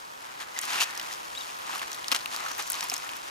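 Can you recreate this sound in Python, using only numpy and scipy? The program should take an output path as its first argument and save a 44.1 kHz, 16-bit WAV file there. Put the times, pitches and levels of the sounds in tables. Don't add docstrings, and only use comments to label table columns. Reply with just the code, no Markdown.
import sys
import numpy as np
from scipy import signal
from scipy.fft import rfft, irfft, next_fast_len
from scipy.io import wavfile
from scipy.ndimage import map_coordinates

SR = 44100
rng = np.random.default_rng(int(sys.argv[2]) if len(sys.argv) > 2 else 0)


def wav_record(signal):
    frames = np.transpose(np.atleast_2d(signal))
    bounded = np.clip(frames, -1, 1)
    quanta = np.round(bounded * 32767).astype(np.int16)
    wavfile.write(sys.argv[1], SR, quanta)


def how_loud(loudness_db):
    steps = np.asarray(loudness_db, float) / 20
    return 10 ** steps


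N = 145530


def unit(x):
    return x / np.sqrt(np.mean(x ** 2) + 1e-20)


def along(points, hz):
    f, value = np.transpose(points)
    return np.interp(np.log(hz + 1), np.log(f + 1), value)


def filtered(x, response):
    size = next_fast_len(N + 8192)
    spectrum = rfft(x, size) * response(np.fft.rfftfreq(size, 1 / SR))
    return irfft(spectrum, size)[..., :N]


def coloured(x, spectrum):
    return filtered(x, lambda hz: how_loud(along(spectrum, hz)))


def wobble(rate):
    last = N * 60 / SR
    knots = rng.standard_normal(int(last) + 9)
    return map_coordinates(knots, [np.clip(np.arange(N) * rate / SR, 0, last)])


# (frequency [Hz], left lead [rad])
PORT_PHASE = [(100, 3.5), (345, -2), (520, -2), (700, -4.5), (1000, -4.5), (1400, -4.5), (7000, -5.5),
              (9500, -4.5)]


def ports(x, apart):
    left_db = 0.9
    direct = filtered(x, lambda hz: np.exp(.5j * np.outer([1, -1], along(PORT_PHASE, hz))))
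    return (direct + apart) * how_loud([[left_db], [-left_db]])


# (time [s], peak level [dB], ring [Hz])
SNAPS_EARLY = [(0.5631, -31, 4040), (0.5826, -26, 3870), (0.5883, -10.5, 6500), (0.6257, -22.5, 2800),
               (0.6508, -27, 4800), (0.6843, -36, 2630), (0.9068, -24, 5590), (0.951, -24, 5400),
               (0.975, -19.5, 5430), (0.9969, -18, 3220), (1.0134, -24, 3420), (1.1273, -20.5, 5300),
               (1.1364, -23, 5600), (1.35, -25, 3350), (1.6183, -28, 3100)]
SNAPS_MIDDLE = [(1.7499, -26, 3910), (1.7564, -29, 2880), (1.7816, -29, 2680), (1.794, -21, 2730),
                (1.816, -23, 1980), (1.916, -18, 4800), (1.9298, -19.5, 5600), (1.949, -33, 2750),
                (2.0428, -21.5, 3080), (2.0817, -13.5, 4400), (2.116, -6.5, 4040), (2.1224, -12, 2900),
                (2.147, -11.5, 3060), (2.1614, -35, 3800), (2.2577, -15.5, 2870), (2.3426, -23, 5430),
                (2.362, -14.5, 4300)]
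SNAPS_LATE = [(2.588, -38, 2525), (2.6234, -19, 5400), (2.7, -7, 14200), (2.704, -15.5, 7100),
              (2.7187, -13.5, 9850), (2.7307, -18, 5570), (2.7414, -18.5, 3580), (2.752, -22.5, 5200),
              (2.8067, -19.5, 2420), (2.827, -25, 2560), (2.8979, -11.5, 5520), (2.9047, -22, 5040),
              (2.9161, -18.5, 2560), (2.9305, -22, 6900), (2.9385, -12, 6250), (2.944, -25, 5140),
              (2.9638, -19.5, 5530), (3.091, -20.5, 2760), (3.1336, -25, 2550)]
# (time [s], peak level [dB], ring [Hz])
DOUBLE_SNAP = [
    (.6122, -21, 8800),
    (.6146, -17, 8900),
]
# (time [s], peak level [dB], ring [Hz])
SNAPS_MORE = [(0.403, -32, 4740), (0.5462, -39, 4160), (0.8096, -20, 4760), (0.8188, -16, 4850),
              (0.8332, -21, 5720), (0.8644, -34, 3560), (0.9963, -23, 3740), (1.0277, -30, 6150),
              (1.5494, -36, 4480), (1.5983, -35, 3960), (1.6664, -30.5, 6600), (1.7379, -33, 3880),
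              (1.9446, -24, 3840), (2.1894, -26, 3890), (2.207, -28, 3840), (2.3254, -26, 3840),
              (2.4034, -26, 5520), (2.4614, -28, 5240), (2.485, -25.5, 5440), (2.5155, -23, 5520),
              (2.6757, -23, 6360), (2.7896, -28, 5480), (2.8073, -15, 5530), (2.827, -19, 4950),
              (2.9784, -20.5, 6600), (3.0444, -30, 6500)]
# (time [s], peak level [dB], ring [Hz])
SPLINTERS = [(0.6519, -20.5, 9200), (1.3848, -29.5, 9070), (1.5868, -32, 10200), (1.7499, -24, 10700),
             (1.7564, -27, 10600), (1.7804, -28, 10700), (1.948, -28, 9960), (2.58, -23, 13600),
             (2.588, -30, 9030), (2.6045, -26, 8500), (2.6678, -28, 9030), (2.8394, -19.5, 9840),
             (2.8853, -26, 8660), (3.0779, -32, 11500), (3.1153, -29.5, 9060), (3.1564, -34, 12000),
             (3.1657, -24, 11900)]
# (frequency [Hz], level [dB])
EDGE_COLOUR = [(600, -46), (2000, 11.5), (4000, -39), (9000, 3.5), (14000, 5), (17000, -3)]


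def snaps():
    crack_s, ring_s, scatter_s = 0.005, 0.007, 0.022
    edge_db, scatter_db, extra_db = -13, -8, 1
    ring_q, spike = 3.4, 3.5
    length = 1024
    t = np.arange(length) / SR

    def decay(direct_s):
        start_db = np.array([[0], [scatter_db], [scatter_db]])
        return how_loud(start_db - 60 * t / np.array([[direct_s], [scatter_s], [scatter_s]]))

    rows = [*SNAPS_EARLY, *SNAPS_MIDDLE, *SNAPS_LATE, *DOUBLE_SNAP]
    rows += [(s, db + extra_db, hz) for s, db, hz in [*SNAPS_MORE, *SPLINTERS]]
    edge, body = np.zeros((2, 3, N + length))
    for s, db, hz in rows:
        start = round(s * SR) + 40
        at = slice(start, start + length)
        crack, push = rng.standard_normal((2, 3, length))
        push = push * decay(ring_s)
        push[0, 0] += spike
        ring = signal.lfilter(*signal.iirpeak(min(hz, 16000), ring_q, SR), push)
        edge[:, at] += how_loud(db + edge_db) * crack * decay(crack_s)
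        body[:, at] += how_loud(db) * ring / np.abs(ring[0]).max()
    sound = coloured(edge[:, :N], EDGE_COLOUR) + body[:, :N]
    return ports(sound[0], sound[1:])


# (time [s], level [dB])
THUDS = [
    (0.82, -50),
    (2.123, -32),
    (2.923, -36),
    (3.117, -40),
]
# (time [s], level [dB], pitch [Hz])
KNOCKS = [(.564, -26, 2030), (1.696, -23.5, 1060), (1.757, -20.5, 1180), (1.8157, -21.5, 1096),
          (2.123, -16, 1120), (2.124, -29, 513), (2.922, -34, 480), (2.153, -20, 1096),
          (2.2598, -25.5, 1240), (2.747, -24.5, 1140), (2.828, -23.5, 1210), (2.843, -22.5, 1020),
          (2.92, -22, 764), (3.116, -27.5, 970)]
# (time [s], level [dB], pitch [Hz])
TAPS = [(0.706, -31, 1950), (0.759, -23, 1420), (0.782, -23, 2700), (0.795, -24, 2650), (0.819, -18, 1370),
        (1.11, -28, 1920), (1.737, -27, 1310), (1.9, -36, 2120), (1.978, -33, 1200), (1.988, -34, 2010),
        (2.082, -32, 1240), (2.344, -27, 1190), (2.406, -31, 1210), (2.444, -28, 830), (2.463, -25, 1400),
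        (2.483, -29, 1420), (2.595, -24, 842), (2.705, -28, 1500), (3.04, -30, 1240), (3.064, -31, 1840)]


def thuds_and_knocks():
    thud_hz, thud_s, knock_s, tap_s = 294, 0.041, 0.025, 0.018
    tap_db = 3.5
    rows = [(s, db, thud_hz, thud_s) for s, db in THUDS]
    rows += [(s, db, hz, knock_s) for s, db, hz in KNOCKS]
    rows += [(s, db + tap_db, hz, tap_s) for s, db, hz in TAPS]
    out, t = np.zeros(N + 4096), np.arange(4096) / SR
    for s, db, hz, fall_s in rows:
        tones = np.sin(2 * np.pi * hz * t) + 0.1 * np.sin(2 * np.pi * 1.2 * hz * t)
        onset = 1 - np.exp(-t * hz / 0.4)
        out[round(s * SR):][:4096] += how_loud(db - 60 * t / fall_s) * tones * onset
    return ports(out[:N], 0)


def grains(per_s, spread_db):
    grain_s = 0.001
    sizes = how_loud(np.minimum(spread_db * rng.exponential(size=N), 11))
    starts = (rng.random(N) < per_s / SR) * sizes
    shape = np.exp(-np.arange(300) / (SR * grain_s))
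    power = signal.fftconvolve(starts ** 2, shape ** 2)[:N]
    return unit(np.sqrt(np.abs(power)) * rng.standard_normal((3, N)))


# (frequency [Hz], level [dB])
STALKS_LOW = [(120, -36), (280, -8.5), (500, -11.5), (800, 0.5), (1200, 2), (2000, -1.5), (3000, -11.5),
              (6000, -38)]
# (frequency [Hz], level [dB])
STALKS_HIGH = [(1000, -59), (2500, -7.5), (4500, -7.5), (6800, -9), (8000, -14), (12000, -16),
               (15700, -25.5), (16000, -70)]


def rustle(per_s, spread_db, level_db, bright_db, apart_db):
    fine = grains(per_s, spread_db)
    low = coloured(fine, STALKS_LOW)
    high = coloured(fine, STALKS_HIGH)
    sound = how_loud(level_db) * (low + how_loud(bright_db) * high) / np.sqrt(np.mean(low ** 2))
    return ports(sound[0], how_loud(apart_db) * sound[1:])


# (peak time [s], build-up [s], release [s], level [dB], brightness [dB])
CRUNCHES = [(0.416, 0.025, 0.023, -39.5, 0), (0.636, 0.018, 0.024, -37.5, 3.5),
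            (0.576, 0.0093, 0.029, -40, 0.5), (0.732, 0.064, 0.093, -33.5, 2.5),
            (.80, 0.051, 0.025, -34.5, -3), (0.823, 0.02, 0.0079, -31, 10),
            (.835, 0.0078, 0.0082, -34.5, 11), (1.128, 0.025, 0.0089, -44.5, 7.5),
            (1.43, 0.052, 0.012, -54.5, 13), (1.74, 0.11, 0.082, -40, -1),
            (1.819, 0.0041, 0.022, -37, -1.5), (2.123, 0.0067, 0.011, -28.5, 3),
            (2.151, 0.0052, 0.0068, -28, 1), (2.162, 0.0017, 0.0045, -36.5, 15),
            (2.345, 0.042, 0.015, -39.5, 3.5), (2.446, 0.11, 0.081, -39.5, -5.5),
            (2.517, 0.0071, 0.0034, -36.5, 0), (2.593, 0.0078, 0.024, -33, 0.5),
            (2.745, 0.028, 0.08, -41.5, 2.5), (2.828, 0.0069, 0.05, -38.5, 0.5),
            (2.929, 0.016, 0.056, -38.5, -1.5), (3.1, 0.088, 0.063, -43.5, -8),
            (3.165, 0.014, 0.022, -46, 4.5)]


def crunches():
    t = np.arange(N) / SR
    low_power, high_power = np.full((2, N), 1e-14)
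    for s, rise, fall, db, bright_db in CRUNCHES:
        shape = how_loud(db) * np.exp(-((t - s) / np.where(t < s, rise, fall)) ** 2)
        low_power += shape ** 2
        high_power += shape ** 2 * how_loud(2 * bright_db)
    level_db = 10 * np.log10(low_power)
    bright_db = 10 * np.log10(high_power / low_power)
    return rustle(2600, 3.8, level_db, bright_db, apart_db=-2.5)


# (start [s], end [s], ring [Hz], level [dB])
SCRAPES = [
    (0.79, 1.09, 1830, -45.5),
    (0.795, 0.83, 2770, -32.5),
    (.69, 0.88, 2600, -40),
    (0.553, .62, 2020, -43.5),
    (.74, 0.84, 1040, -37.5),
    (2.39, 2.8, 6000, -49),
    (2.39, 2.53, 1210, -42),
]


def scrapes():
    ring_q, apart_db = 8, -2.5
    t, out = np.arange(N) / SR, np.zeros((3, N))
    fine = grains(2600, 3.8)
    for start, end, hz, db in SCRAPES:
        progress = np.clip((t - start) / (end - start), 0, 1)
        stroke = np.sqrt(np.abs(np.sin(np.pi * progress)))
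        out += how_loud(db) * stroke * unit(signal.lfilter(*signal.iirpeak(hz, ring_q, SR), fine))
    return ports(out[0], how_loud(apart_db) * out[1:])


# (time [s], level [dB], brightness [dB])
STIR = [
    (0, -58, 12),
    (.3, -45, 0.5),
    (.52, -45, 2),
    (.9, -39.5, 0),
    (1.3, -46, 6.5),
    (2.2, -41, 3),
    (2.62, -41.5, 5.5),
    (3.3, -45.5, 6),
]


def straw():
    s, level, bright = np.transpose(STIR)
    t = np.arange(N) / SR
    level_db = np.interp(t, s, level) - 5.5 + 1.4 * wobble(13.27) + 0.12 * wobble(49)
    bright_db = np.interp(t, s, bright) + 0.14 * wobble(23.66)
    return rustle(2000, 3, level_db, bright_db, apart_db=1.5)


# (time [s], pitch [Hz], level [dB])
SQUEAK = [
    [(1.346, 3200, -56), (1.351, 3300, -43), (1.37, 3700, -43), (1.376, 3850, -33), (1.382, 3900, -33),
     (1.385, 3920, -60)],
    [(1.404, 3800, -44), (1.412, 3850, -34), (1.417, 3550, -45), (1.425, 3100, -47)],
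    [(1.39, 4900, -54), (1.398, 4700, -46), (1.41, 4250, -52)],
    [(1.428, 4600, -52), (1.437, 4550, -47), (1.447, 4300, -54)],
    [(1.36, 7250, -52), (1.367, 7450, -46), (1.373, 7600, -54)],
]


def squeak():
    overtone_db, left_db = -20, 2.2
    t, out = np.arange(N) / SR, np.zeros(N)
    for part in SQUEAK:
        s, pitch, db = np.transpose(part)
        hz = np.interp(t, s, pitch) * (1 + 0.008 * wobble(58))
        turn = 2 * np.pi * np.cumsum(hz) / SR
        level_db = np.interp(t, s, db, left=-120, right=-120) + 0.56 * wobble(58.6)
        tones = np.sin(turn) + how_loud(overtone_db) * np.sin(2 * turn)
        out += np.sqrt(2) * how_loud(level_db) * tones
    return out * how_loud([[left_db], [-left_db]])


# (frequency [Hz], level [dB])
AIR_MID = [(12, -56), (20, -17.5), (162, -13), (601, -9.5), (863, -7.5), (939, -5), (15700, -25.5)]
# (frequency [Hz], level [dB])
AIR_SIDE = [(12, -61), (20, -42), (442, -18.5), (537, -13.5), (672, -14), (1020, -5.5), (15700, -64)]
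# (time [s], level [dB])
AIR_RISE = [(0, -1), (1.2, 2), (3.3, 2)]


def air():
    mid, side = filtered(rng.standard_normal((2, N)), lambda hz: hz < 15900)
    mid = how_loud(-48.5) * unit(coloured(mid, AIR_MID))
    side = how_loud(-41) * unit(coloured(side, AIR_SIDE))
    rise_db = np.interp(np.arange(N) / SR, *np.transpose(AIR_RISE))
    return np.array([mid + side, mid - side]) * how_loud(rise_db)


def scene():
    shell = snaps() + thuds_and_knocks() + crunches() + scrapes()
    return shell + straw() + squeak() + air()


def low_pass(x):
    return signal.sosfilt(signal.butter(12, 16820, fs=SR, output="sos"), x)


# (frequency [Hz], level [dB])
ROLL_OFF = [(14500, -2), (15600, -8.5), (16700, -25), (16850, -90)]


def record(dry):
    mix = coloured(dry, ROLL_OFF)
    return low_pass(mix)


dry = scene()
out = record(dry)
wav_record(out)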